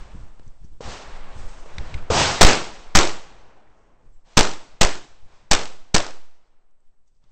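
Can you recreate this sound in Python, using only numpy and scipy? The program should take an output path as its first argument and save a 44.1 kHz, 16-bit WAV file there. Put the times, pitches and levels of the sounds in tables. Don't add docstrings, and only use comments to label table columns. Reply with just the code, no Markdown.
import sys
import numpy as np
from scipy import signal
from scipy.fft import rfft, irfft
from scipy.io import wavfile
from scipy.ndimage import uniform_filter1d

SR = 44100
rng = np.random.default_rng(int(sys.argv[2]) if len(sys.argv) > 2 else 0)


def field_ratio(decibels):
    return 10 ** (np.asarray(decibels, dtype=float) / 20)


def store_pcm(level_fs):
    pcm = np.round(np.clip(level_fs, -1, 1) * 32767).astype(np.int16)
    wavfile.write(sys.argv[1], SR, np.atleast_2d(pcm).T)


N = 322415

# frequency in Hz, level in dB per Hz.
BLAST_SPECTRUM = [(88, -32), (150, 2.5), (542, -4), (818, 1), (1000, -8), (3280, -7.5), (5770, -5.5),
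                  (8260, -12.5), (9000, -35.5), (11700, -66), (19800, -120)]
# frequency in Hz, level in dB per Hz.
WOODS_SPECTRUM = [(71, -33), (120, -7), (172, -6), (318, -8), (348, -4), (875, -2), (4210, -17.5),
                  (8220, -40), (9000, -58), (11700, -91), (19800, -120)]
# frequency in Hz, reverberation time in s.
WOODS_T60 = [(200, 4.2), (800, 3.2), (3000, 2.5), (8000, 0.3)]
# frequency in Hz, level in dB per Hz.
ROAR_SPECTRUM = [(24, -36.5), (40, -8), (90, -1.5), (281, -13), (484, -6.5), (933, -5.5), (1540, -11.5),
                 (5990, -13.5), (8220, -19.5), (9000, -43), (11700, -72), (19800, -120)]
# frequency in Hz, reverberation time in s.
BERM_T60 = [(100, 0.81), (700, 0.98), (3000, 1), (8000, 0.84)]


def evened(x):
    return x / np.sqrt(np.mean(x ** 2) + 1e-20)


def read(points, hz):
    f, value = np.transpose(points)
    return np.interp(np.log(hz + 1), np.log(f + 1), value)


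def add(mix, s, sound):
    at = round(s * SR)
    sound = sound[max(-at, 0):]
    part = mix[max(at, 0):][:len(sound)]
    part += sound[:len(part)]


def coloured(spectrum, size):
    hz = np.fft.rfftfreq(size, 1 / SR)
    white = rfft(rng.standard_normal(size))
    return evened(irfft(white * field_ratio(read(spectrum, hz)), size))


def tail(spectrum, t60, size, patchy_db=1.5):
    hz = np.fft.rfftfreq(512, 1 / SR)
    t = np.arange(size // 128 + 5) * 128 / SR
    a, b, patches = rng.standard_normal((len(t), len(hz), 3)).T
    patches = uniform_filter1d(patches, size=9, axis=0)
    patches = evened(uniform_filter1d(patches, size=5, axis=1))
    colour = field_ratio(read(spectrum, hz))[:, None]
    decay_db = -60 * t / read(t60, hz)[:, None]
    z = (a + 1j * b) * colour * field_ratio(patchy_db * patches + decay_db)
    sound = signal.istft(z, nperseg=512, noverlap=384)[1][:size]
    return sound / np.sqrt(np.sum(colour ** 2) * 8 / 3)


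def stretched(t60, factor):
    return [(hz, s * factor) for hz, s in t60]


def swells(rows):
    t = np.arange(0, N + 64, 64) / SR
    gains = 0
    for s, db, rise, fall in rows:
        away = np.where(t < s, (s - t) / rise, (t - s) / fall)
        gains = gains + field_ratio(db - 20 * away)
    return np.interp(np.arange(N) / SR, t, gains)


def far_shot(roar_db, thump_db, roll_db, roll_time):
    swell_s = 0.067
    roar_time = .82
    t = np.arange(2 * SR) / SR
    thump = -np.sin(2 * np.pi * 540 * t * np.exp(-t / 0.066)) * np.exp(-t / 0.0054)
    roar = tail(ROAR_SPECTRUM, stretched(BERM_T60, roar_time), len(t), patchy_db=-0.44)
    dull = signal.lfilter(*signal.butter(2, 1300, fs=SR), roar)
    early = np.exp(-(t / swell_s) ** 2)
    roar = (1 - 0.1 * early) * dull + (1 - 0.61 * early) * (roar - dull)
    onset_s = .001 if thump_db > roar_db else .025
    roar *= np.clip(t / onset_s, 0, 1)
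    held = field_ratio(60 * np.minimum(t, 1.8 * swell_s) / (roar_time * BERM_T60[1][1]))
    roll = tail(WOODS_SPECTRUM, stretched(WOODS_T60, roll_time), len(t)) * np.clip(t / 0.03, 0, 1)
    return field_ratio(thump_db) * thump + field_ratio(roar_db) * roar * held + field_ratio(roll_db) * roll


def wind_and_sway():
    # time in s, sway in dB.
    calm_levels = [(0, -38), (.7, -42), (1.1, -37), (1.7, -40), (2.8, -37), (3.4, -58), (3.8, -70),
                   (4.2, -52), (4.7, -48), (5.4, -52), (5.9, -50), (6.6, -56), (7.3, -56)]
    # peak time in s, buffeting in dB, sway in dB,
    # swell and fade in s per 20 dB.
    gusts = [(0.0, -34, -32, .1), (.15, -35, -40, .06), (.214, -35, -34, .12), (.474, -41, -38, .08),
             (.646, -42, -42, .07), (.728, -41, -45, .06), (.875, -28, -38, .06), (1.086, -39, -40, .05),
             (1.17, -42, -28, .06), (1.4, -29, -23, .08), (1.5, -44, -26, .2), (1.81, -27, -34, .08),
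             (1.97, -27, -29, .13), (2.8, -53, -34, .1), (3.36, -46, -50, .3), (3.7, -55, -66, .2),
             (3.876, -58, -70, .2), (4.06, -48, -46, .07), (4.16, -54, -50, .1), (4.75, -45, -48, .05),
             (5.118, -52.5, -50, .07), (5.262, -43.5, -41, .06), (5.44, -46, -53, .05),
             (5.81, -54, -44, .06), (6.47, -80, -56, .1), (6.875, -73, -51, .06), (7.12, -66, -56, .08),
             (7.27, -60, -56, .12)]
    # frequency in Hz, level in dB per Hz.
    sway_spectrum = [(1, -5), (3, 5.5), (8, 9.5), (20, -4.5), (35, -18), (60, -56.5)]
    # frequency in Hz, level in dB per Hz.
    buffet_spectrum = [(18, -29), (30, 2.5), (49, -6), (145, -17), (195, -22), (247, -27), (500, -34),
                       (650, -65), (1100, -120)]
    calm = field_ratio(np.interp(np.arange(N) / SR, *np.transpose(calm_levels)))
    sway = calm + swells((s, db, 1.5 * span, 1.5 * span) for s, _, db, span in gusts)
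    buffet = calm * field_ratio(-16) + swells((s, db, span, span) for s, db, _, span in gusts)
    lumps_db = evened(uniform_filter1d(rng.standard_normal(N), size=1500))
    return sway * coloured(sway_spectrum, N) + buffet * coloured(buffet_spectrum, N) * field_ratio(lumps_db - 5.5)


def rustle():
    # peak time in s, level in dB, swell in s per 20 dB, fade in s per 20 dB.
    rubs = [(.478, -71, .1, .03), (.656, -74, .12, .02), (.75, -88, .3, .3), (1.392, -54, .04, .06),
            (1.49, -57, .07, .3), (1.634, -59, .3, .15), (3.766, -77, .2, .5), (4.15, -88, .1, 1),
            (7.078, -73, .02, .03), (7.182, -84, .1, .03), (7.31, -76, .05, .05)]
    # frequency in Hz, level in dB per Hz.
    cloth_spectrum = [(300, -12), (1500, -6), (4000, -5), (6000, 2), (8500, -4.5)]
    hiss_db = -99
    flicker_db = 1.5 * evened(uniform_filter1d(rng.standard_normal(N), size=600))
    return (field_ratio(hiss_db) + swells(rubs)) * coloured(cloth_spectrum, N) * field_ratio(flicker_db)


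def circuit_whine():
    # frequency in Hz, level in dB.
    whine = (8000, -94)
    hz, db = whine
    return field_ratio(db) * np.sin(2 * np.pi * hz * np.arange(N) / SR)


def click(db, hz, t60, broad):
    t = np.arange(4000) / SR
    noise = rng.standard_normal(len(t))
    ring = signal.lfilter(*signal.iirpeak(hz, 6.0, SR), noise)
    snap = signal.lfilter(*signal.butter(3, 5000, fs=SR), noise)
    sound = (ring / ring.std() + broad * snap / snap.std()) * field_ratio(-60 * t / t60)
    return field_ratio(db) * sound / abs(sound).max()


def capsule_pulses():
    # time in s, signed
    # push as amplitude, width in s.
    pulses = [(.136, 0.03, 0.003), (.149, .025, .0013), (.157, -0.03, 0.0015), (.218, -.015, .003),
              (0.237, 0.03, 0.004), (.398, .015, .0005), (.468, -.012, .002), (0.477, -0.015, 0.0018),
              (.62, .012, .003), (.648, 0.02, 0.0015), (.72, .016, .004), (.857, -0.032, 0.0029),
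              (.8075, -.03, .0005), (.879, -.035, .001), (.889, -.04, .002), (1.784, -0.045, 0.0014),
              (1.798, -.05, .003), (1.809, 0.04, 0.0039), (1.947, .06, .004), (1.953, -0.13, 0.003),
              (1.996, -0.04, 0.004), (4.096, .017, 0.011), (4.387, 0.33, 0.0055), (7.242, -.002, .0015),
              (7.312, -.004, .004)]
    t = np.arange(N) / SR
    return sum(push * np.exp(-((t - s) / width) ** 2) for s, push, width in pulses)


def bursts(rows, t, spread_db):
    out = np.zeros(len(t))
    for s, db, length in rows:
        u = np.clip(t - s, 0, 1) / length
        out += field_ratio(db + spread_db * rng.standard_normal()) * np.e * u * np.exp(-u)
    return out


def blast_in_bay(t, bay_db):
    # delay in s, level in dB, length in s.
    echoes = [
        (-.0003, 16, 0.0005),
        (.0032, 6, 0.0014),
        (.0072, 4, 0.00055),
        (0.0187, 6.5, 0.0008),
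        (0.0244, -3.5, 0.001),
        (.0365, -2.5, .0008),
    ]
    # frequency in Hz, level in dB per Hz.
    bay_spectrum = [(35, -39.5), (60, -11.5), (283, -13.5), (328, 0.5), (388, -9.5), (542, -4), (1550, -9),
                    (5560, -16.5), (7940, -20.5), (9000, -41), (11700, -69), (19800, -120)]
    # frequency in Hz, reverberation time in s.
    bay_t60 = [(100, 0.48), (500, 0.41), (2000, 0.39), (8000, 0.42)]
    slap_start_s, slap_gap_s, slap_length_s = .058, .0209, .001
    slap_db, slap_loss_db = -15, 2.8
    berm_db = -23.5
    slaps = [(slap_start_s + k * slap_gap_s, slap_db - k * slap_loss_db, slap_length_s) for k in range(6)]
    air = bursts(echoes, t, spread_db=1.5) * coloured(BLAST_SPECTRUM, len(t))
    air += bursts(slaps, t, spread_db=2.5) * coloured(BLAST_SPECTRUM, len(t))
    air += field_ratio(bay_db) * tail(bay_spectrum, bay_t60, len(t)) * np.clip(t / .004, 0, 1)
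    air += field_ratio(bay_db + berm_db) * tail(ROAR_SPECTRUM, BERM_T60, len(t)) * np.clip(t / 0.055, 0, 1)
    return air


def preamp_bias(t, gain_db, sag, hold, rebound, rise, fall):
    suction, suction_s, suction_width_s = .9, .0024, .001
    pinned_db = -7
    since = np.clip(t, 0, None)
    after = np.clip(t - hold, 0, None)
    drop = 1 - np.exp(-np.clip(t + .0006, 0, None) / .0004)
    recovery = np.exp(-after / rise)
    bias = -sag * drop * recovery
    bias += rebound * (1 - recovery) * np.exp(-(after / fall) ** 1.6)
    bias -= .13 * rebound * after / fall * np.exp(-after / (1.6 * fall)) * np.exp(-since)
    pinned = np.clip((gain_db - pinned_db) / 3, 0, 1)
    return bias - suction * pinned * np.exp(-((t - suction_s) / suction_width_s) ** 2)


def shot(gain_db, bay_db, roll_db, *bias_settings):
    t = np.arange(2 * SR) / SR - .005
    air = blast_in_bay(t, bay_db)
    roll = field_ratio(roll_db) * tail(WOODS_SPECTRUM, WOODS_T60, len(t)) * np.clip(t / .12, 0, 1)
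    late_db = 3 * np.exp(-np.clip(t, 0, None) / .03)
    return field_ratio(gain_db + late_db) * np.tanh(air) + preamp_bias(t, gain_db, *bias_settings) + roll


def spent_case():
    # start in s, level in dB, frequency in Hz, reverberation time in s.
    casing = (4.115, -71, 7650, .3)
    s, db, hz, t60 = casing
    t = np.arange(SR // 2) / SR
    return s, field_ratio(db - 60 * t / t60) * np.sin(2 * np.pi * hz * t) * np.clip(t / .02, 0, 1)


def scene():
    # start in s, roar in dB, thump in dB, roll in dB, roll length as a factor.
    far_shots = [
        (-.12, -48.5, -60, -41.5, 0.69),
        (.807, -31.5, -26.5, -37, 2.3),
        (1.66, -49.5, -38, -44.5, 1.4),
        (1.783, -45.5, -45, -39.5, 0.96),
        (2.1021, -10, -9.5, -36.5, 1.4),
        (4.24, -51, -67, -58, 1.05),
        (5.26, -56, -65, -54, 0.82),
        (7.2, -70, -80, -70, 1.1),
    ]
    # start in s, peak in dB, frequency in Hz, decay to -60 dB in s, broad share.
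    clicks = [(.118, -51, 2800, .025, .3), (0.282, -60, 4000, .025, .8), (.3955, -48, 2500, 0.015, 2.9),
              (.3955, -46, 895, .03, 0.39), (.4314, -59, 3000, 0.027, 1.2), (0.4786, -48, 6160, 0.016, .1),
              (.644, -55, 5700, .06, .1), (1.783, -21, 1850, 0.014, 0.25), (1.783, -26, 3650, 0.014, 0.37),
              (1.9415, -25.5, 2200, 0.027, .15), (1.942, -41, 5450, .02, .8), (1.977, -40, 2380, 0.11, .1),
              (6.709, -72, 6550, .03, .3), (6.804, -68.5, 8060, 0.032, .1), (7.077, -68, 6500, .07, .2),
              (7.149, -71, 5000, .03, .3), (7.165, -69, 5000, .04, .3), (7.24, -57.5, 3500, 0.024, 1.6)]
    # start in s, gain in dB, bay tail in dB, slow roll in dB.
    own_shots = [
        (2.4109, 6.5, -1.5, -47),
        (2.952, -2, -1, -42),
        (4.372, -4, -3, -48),
        (4.812, -7, -3, -54.5),
        (5.5132, -9, -1.5, -51),
        (5.9445, -10.5, -2.5, -58),
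    ]
    # sag as amplitude, time held down in s, rebound as amplitude,
    # rebound rise in s, rebound fall in s.
    biases = [
        (1.15, .0375, 1.0, .0018, .045),
        (.62, .033, .23, .009, .15),
        (.45, .035, .17, .008, .14),
        (.4, .036, .19, .004, .11),
        (.34, .031, .085, .016, .25),
        (.27, .028, .115, .055, .27),
    ]
    mix = wind_and_sway() + rustle() + circuit_whine() + capsule_pulses()
    for s, *row in far_shots:
        add(mix, s, far_shot(*row))
    for s, *row in clicks:
        add(mix, s, click(*row))
    for (s, *row), bias in zip(own_shots, biases):
        add(mix, s - .005, shot(*row, *bias))
    add(mix, *spent_case())
    return mix[None]


def low_pass(x, hz):
    return signal.oaconvolve(x, signal.firwin(601, hz, window=("kaiser", 11), fs=SR)[None], "same")


def top_cut(x):
    return signal.sosfilt(signal.butter(12, 16670, fs=SR, output="sos"), x)


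def record(dry):
    rail, overshoot = .67, 1.053
    edge_hz, top_hz, smear_db = 8600, 16140, -13.5
    clipped = rail * np.clip(dry / rail, -1, 1)
    treble = signal.lfilter(*signal.butter(2, 1000, "high", fs=SR), clipped)
    window = signal.windows.hann(520) ** 2
    treble_power = signal.oaconvolve(treble ** 2, window[None] / window.sum(), "same")
    smear = field_ratio(smear_db) * np.sqrt(abs(treble_power)) * coloured(BLAST_SPECTRUM, N)
    narrow = low_pass(clipped + smear, edge_hz)
    ceiling = rail * overshoot
    wide = low_pass(ceiling * np.clip(narrow / ceiling, -1, 1), top_hz)
    return top_cut(wide)


dry = scene()
out = record(dry)
store_pcm(out)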